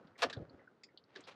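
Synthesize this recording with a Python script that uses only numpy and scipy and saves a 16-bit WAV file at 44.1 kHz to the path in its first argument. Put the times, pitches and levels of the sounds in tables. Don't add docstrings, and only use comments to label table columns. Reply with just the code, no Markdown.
import sys
import numpy as np
from scipy import signal
from scipy.fft import rfft, irfft, next_fast_len
from scipy.io import wavfile

SR = 44100
rng = np.random.default_rng(int(sys.argv[2]) if len(sys.argv) > 2 else 0)


def file_out(sig):
    cols = np.atleast_2d(sig).T
    lim = np.clip(cols, -1, 1)
    pcm = np.round(lim * 32767).astype(np.int16)
    wavfile.write(sys.argv[1], SR, pcm)


N = 59535
T = np.arange(N) / SR

# (frequency [Hz], gain [dB])
WASH_SPECTRUM = [(18, -67), (30, -45.5), (154, -6.5), (437, -3), (1240, -20), (1410, -19), (2770, -25.5),
                 (4540, -30.5), (6360, -38), (15000, -52.5)]
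# (time [s], level [dB])
SLIDE_LEVELS = [(0, -64), (.1, -67), (.16, -71), (.27, -57), (.41, -62.5), (0.472, -68), (.55, -66.5),
                (.66, -72), (0.799, -77), (1.08, -76), (1.201, -69), (1.35, -65)]
# (frequency [Hz], gain [dB])
SLIDE_SPECTRUM = [(40, -16), (90, 4.5), (200, 7), (520, 3.5), (850, -2), (1400, 0.5), (2500, -16.5),
                  (4500, -22), (7000, -33.5), (15000, -66.5)]
# (time [s], ring level [dB], frequency [Hz], decay [s], slap level [dB])
THUMPS = [(.003, -65, 201.5, 0.012, -61.5), (.047, -56, 190, 0.0027, -85), (.246, -44, 276, 0.0025, -54),
          (0.255, -54.5, 113, 0.0094, -45.5), (0.345, -56, 287, 0.013, -65.5),
          (0.3694, -40.5, 119, 0.0075, -47.5), (0.4, -48, 173.3, 0.024, -50),
          (0.4185, -44.5, 113, 0.0034, -51.5), (0.475, -60.5, 127.5, 0.017, -64.5),
          (.507, -63, 280, 0.032, -61.5), (0.536, -62.5, 85, 0.015, -59),
          (0.939, -63.5, 335, 0.0056, -69.5), (1.162, -52.5, 398, 0.014, -66),
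          (1.189, -56.5, 316, 0.015, -60)]
# (frequency [Hz], gain [dB])
SLAP_SPECTRUM = [(50, -36.5), (100, -4), (280, 5), (550, 6), (750, -3.5), (1100, -28), (2500, -35.5),
                 (8000, -62.5)]
# (time [s], level [dB], frequency [Hz], bandwidth [Hz], decay [s])
TICKS = [(0.071, -70.5, 3550, 2200, 0.007), (.153, -65, 1970, 500, 0.014), (0.18, -65, 4570, 5050, 0.001),
         (0.3673, -60.5, 3730, 900, 0.002), (0.4949, -63.5, 4400, 700, 0.0036),
         (.593, -67, 1780, 505, 0.029), (0.673, -54.5, 1480, 323, 0.003), (0.885, -69.5, 1956, 423, 0.016),
         (0.9741, -54, 3770, 1520, 0.0066), (1.039, -68.5, 4470, 1300, 0.0023),
         (1.2062, -65, 6240, 3530, 0.0046), (1.238, -62, 3940, 1820, 0.03)]
# (time [s], rise [s], hold [s], decay [s], level [dB], tilt [dB/octave], cutoff [Hz])
STROKES = [(0.176, 0.018, 0.022, 0.0062, -53, 1, 14400), (0.281, 0.0063, .012, 0.014, -54, -4, 9000),
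           (0.573, 0.01, 0.057, 0.012, -68.5, -8, 6100), (1.056, 0.094, 0.04, 0.062, -68.5, -0.4, 4860),
           (1.151, 0.0032, 0.0065, 0.041, -57, 0.5, 5300), (1.267, 0.012, 0.013, 0.01, -52, -0.5, 10600),
           (1.304, 0.0072, 0.0067, 0.018, -60, 1.5, 5500)]
# (frequency [Hz], gain [dB])
SCRAPE_SPECTRUM = [(100, -27), (300, -6.5), (550, 6), (1100, 1), (1900, 2), (4200, -4), (6000, -13),
                   (9000, -23), (15000, -35.5)]
# (frequency [Hz], gain [dB])
CRUNCH_SPECTRUM = [(250, -58.5), (650, 0.5), (1200, 2), (2100, -3), (2700, -1), (4400, -2.5), (5600, -8),
                   (7000, -17), (10000, -26.5), (15000, -42.5)]
# (time [s], push [s], gain [dB], cutoff [Hz])
KNOCKS = [(0.2199, 0.02327, -0.5, 9000), (0.261, 0.0062, -11.5, 900), (.302, 0.0083, -20.5, 800)]
# (frequency [Hz], level [dB])
MODES = [(443, -39), (500, -33.5), (565, -39.5), (683, -32), (890, -44), (1025, -37.5), (1178, -42.5),
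         (1238, -39), (1497, -43.5), (1702, -37), (1778, -41), (2590, -42.5), (3270, -45.5), (4346, -48.5),
         (5372, -44)]
# (time [s], hold [s], decay [s], low ring [Hz], its level [dB],
# high ring [Hz], its level [dB], crack level [dB], cutoff [Hz])
SNAPS = [(0.2985, 0.003, 0.0074, 1700, -53.5, 3230, -45.5, -44, 9100),
         (0.328, 0.0063, 0.0073, 1650, -47.5, 3890, -46.5, -54, 10300),
         (1.159, 0.0013, 0.0074, 1698, -47, 3850, -50, -60, 6900)]
# (frequency [Hz], gain [dB])
CRACK_SPECTRUM = [(250, -21), (650, 7), (1200, 15), (3000, 21), (5000, -2), (8300, -6.5), (15000, -57)]
# (frequency [Hz], bandwidth [Hz], level [dB])
BLADE_RESONANCES = [(2220, 670, -58), (3530, 520, -65), (4880, 920, -54), (6900, 1040, -64.5)]


def amp(db):
    return 10 ** (np.asarray(db) / 20)


def envelope(start, rise, hold, fade):
    age = T - start
    return np.clip(age / max(rise, 1e-4), 0, 1) * np.exp(-np.maximum(age - rise - hold, 0) / fade)


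def match_energy(x, env):
    return x * np.sqrt(np.sum(env ** 2) / (np.sum(x ** 2) + 1e-20))


def colour(x, spectrum, tilt_db=0):
    size = next_fast_len(2 * N)
    size += size % 2
    octave = np.log2(np.maximum(np.arange(size // 2 + 1) * SR / size, 10))
    hz, db = np.array(spectrum, float).T
    gain_db = np.interp(octave, np.log2(hz), db) + tilt_db * np.maximum(octave - np.log2(500), 0)
    cepstrum = irfft(np.log(amp(gain_db)))
    cepstrum[1:size // 2] *= 2
    cepstrum[size // 2 + 1:] = 0
    return irfft(rfft(x, size) * np.exp(rfft(cepstrum)))[:N]


def resonate(x, hz, width_hz, order=1):
    low = np.hypot(hz, width_hz / 2) - width_hz / 2
    sos = signal.butter(order, [low, low + width_hz], "band", fs=SR, output="sos")
    return signal.sosfilt(sos, x + 1e-18)


def butterworth(x, hz, kind, order):
    return signal.sosfilt(signal.butter(order, hz, kind, fs=SR, output="sos"), x + 1e-18)


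def waver(per_s, db):
    drift = np.interp(T * per_s, np.arange(N), rng.standard_normal(N))
    return amp(db * np.clip(drift, -2, 2))


def grit(per_s, scatter_db=4, hiss=0.64):
    clicks = (rng.random(N) < per_s / SR) * rng.choice([-1, 1], N)
    clicks = clicks * amp(scatter_db * np.clip(rng.standard_normal(N), -2, 2))
    return clicks / clicks.std() + hiss * rng.standard_normal(N)


def air_and_water():
    crossover_hz = 630
    air, water = (colour(rng.standard_normal(N), WASH_SPECTRUM) for _ in range(2))
    air = butterworth(air, crossover_hz, "high", order=2)
    water = butterworth(water, crossover_hz, "low", order=2) * waver(per_s=22, db=5)
    wash = air + water
    return amp(-72.5) * wash / wash.std()


def fish_slide():
    times, db = np.array(SLIDE_LEVELS).T
    env = amp(np.interp(T, times, db))
    return match_energy(colour(env * grit(per_s=500, hiss=0.9), SLIDE_SPECTRUM), env)


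def lid_thumps():
    out = 0
    for start, db, hz, fade, slap_db in THUMPS:
        env = envelope(start, 0.002, 0.0066, fade)
        sag = np.exp(-np.maximum(T - start, 0) / 0.0067) - 0.5
        pitch = hz * (1 + 0.096 * sag)
        flutter = waver(per_s=190, db=3.5)
        ring = env * flutter * np.sin(2 * np.pi * np.cumsum(pitch * (T >= start)) / SR)
        contact = envelope(start - 0.004, 0.0013, 0.011, 0.015)
        slap = colour(contact * grit(per_s=900), SLAP_SPECTRUM)
        out += amp(db) * match_energy(ring, env) + amp(slap_db) * match_energy(slap, contact)
    return out


def hull_reflections(x):
    echo = resonate(rng.standard_normal(N), hz=1500, width_hz=9700) * envelope(0.00094, 0.009, 0, 0.013)
    return amp(-19.5) * signal.fftconvolve(x, echo / np.linalg.norm(echo))[:N]


def tip_ticks():
    out = 0
    for start, db, hz, width, fade in TICKS:
        onset = 0.42 * envelope(start, 0.00037, 0, 0.00137)
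        env = onset + envelope(start, 0.00027, 0.0018, fade)
        out += amp(db) * match_energy(resonate(env * rng.standard_normal(N), hz, width, order=4), env)
    return out


def blade_scrapes():
    out = 0
    for start, rise, hold, fade, db, tilt_db, top_hz in STROKES:
        env = envelope(start, rise, hold, fade)
        chatter = waver(per_s=300, db=2)
        force = env * chatter * grit(per_s=2200, scatter_db=0, hiss=0.61)
        scrape = butterworth(colour(force, SCRAPE_SPECTRUM, tilt_db), top_hz, "low", order=2)
        out += amp(db) * match_energy(scrape, env)
    return out


def rib_crunch():
    start, rise, hold, fade = 0.2188, 0.011, 0.0065, 0.0095
    fractures_per_s = 3100
    first_crack = 0.67 * envelope(start, 0.0023, 0.0021, fade)
    env = np.maximum(first_crack, envelope(start, rise, hold, fade))
    force = env * grit(fractures_per_s, scatter_db=2.5, hiss=0.52)
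    muffled = np.clip((T - start - 0.015) / 0.011, 0, 1)
    force = (1 - muffled) * force + muffled * butterworth(force, 3800, "low", order=1)
    crackle = colour(force, CRUNCH_SPECTRUM)
    tail = envelope(start, rise, hold, fade=0.013)
    splinters = colour(tail * grit(fractures_per_s), CRUNCH_SPECTRUM, tilt_db=5)
    return amp(-30.5) * match_energy(crackle, env) + amp(-53) * match_energy(splinters, tail)


def blade_knocks():
    rise_share, linger_hz = 0.4, 176
    out = 0
    for start, push, knock_db, top_hz in KNOCKS:
        for hz, db in MODES:
            drive = push * (1 + linger_hz / hz)
            env = envelope(start, rise_share * drive, (1 - rise_share) * drive, fade=0.0021)
            rolloff = 1 / np.hypot(1, (hz / top_hz) ** 2)
            out += amp(db + knock_db) * rolloff * env * np.sin(2 * np.pi * (hz * T + rng.random()))
    return out


def bone_snaps():
    break_share = 0.0395
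    out = 0
    for start, hold, fade, low_hz, low_db, high_hz, high_db, crack_db, top_hz in SNAPS:
        env = envelope(start, 0.00062, hold, fade)
        force = env * grit(per_s=2200, scatter_db=0, hiss=0.44)
        force[int(start * SR)] += np.sqrt(break_share * np.sum(force ** 2))
        pitch = low_hz * waver(per_s=900, db=0.63)
        ring = envelope(start, 0, hold, fade=0.0068)
        low = amp(low_db) * match_energy(ring * np.sin(2 * np.pi * np.cumsum(pitch) / SR), ring)
        high = amp(high_db) * match_energy(resonate(force, high_hz, width_hz=1330, order=2), env)
        crack = amp(crack_db) * match_energy(colour(force, CRACK_SPECTRUM), env)
        out += butterworth(low + high + crack, top_hz, "low", order=8)
    return out


def blade_ping():
    start, rise = 0.8342, 0.0019
    env = envelope(start, rise, hold=0.0028, fade=0.0065)
    out = 0
    for hz, width, db in BLADE_RESONANCES:
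        buzz = env * resonate(rng.standard_normal(N), hz, width, order=3)
        out += amp(db) * match_energy(buzz, env)
    tail = envelope(start, rise, hold=0, fade=0.017)
    tone = tail * resonate(rng.standard_normal(N), hz=4950, width_hz=320, order=2)
    return out + amp(-62) * match_energy(tone, tail)


def scene():
    work = rib_crunch() + blade_knocks() + bone_snaps() + blade_ping()
    work += tip_ticks() + lid_thumps() + blade_scrapes() + fish_slide()
    return (work + hull_reflections(work) + air_and_water())[None]


def record(dry):
    thin = butterworth(dry, 50, "high", order=3)
    return signal.sosfilt(signal.ellip(8, 0.2, 70, 15600, fs=SR, output="sos"), thin)


dry = scene()
out = record(dry)
file_out(out)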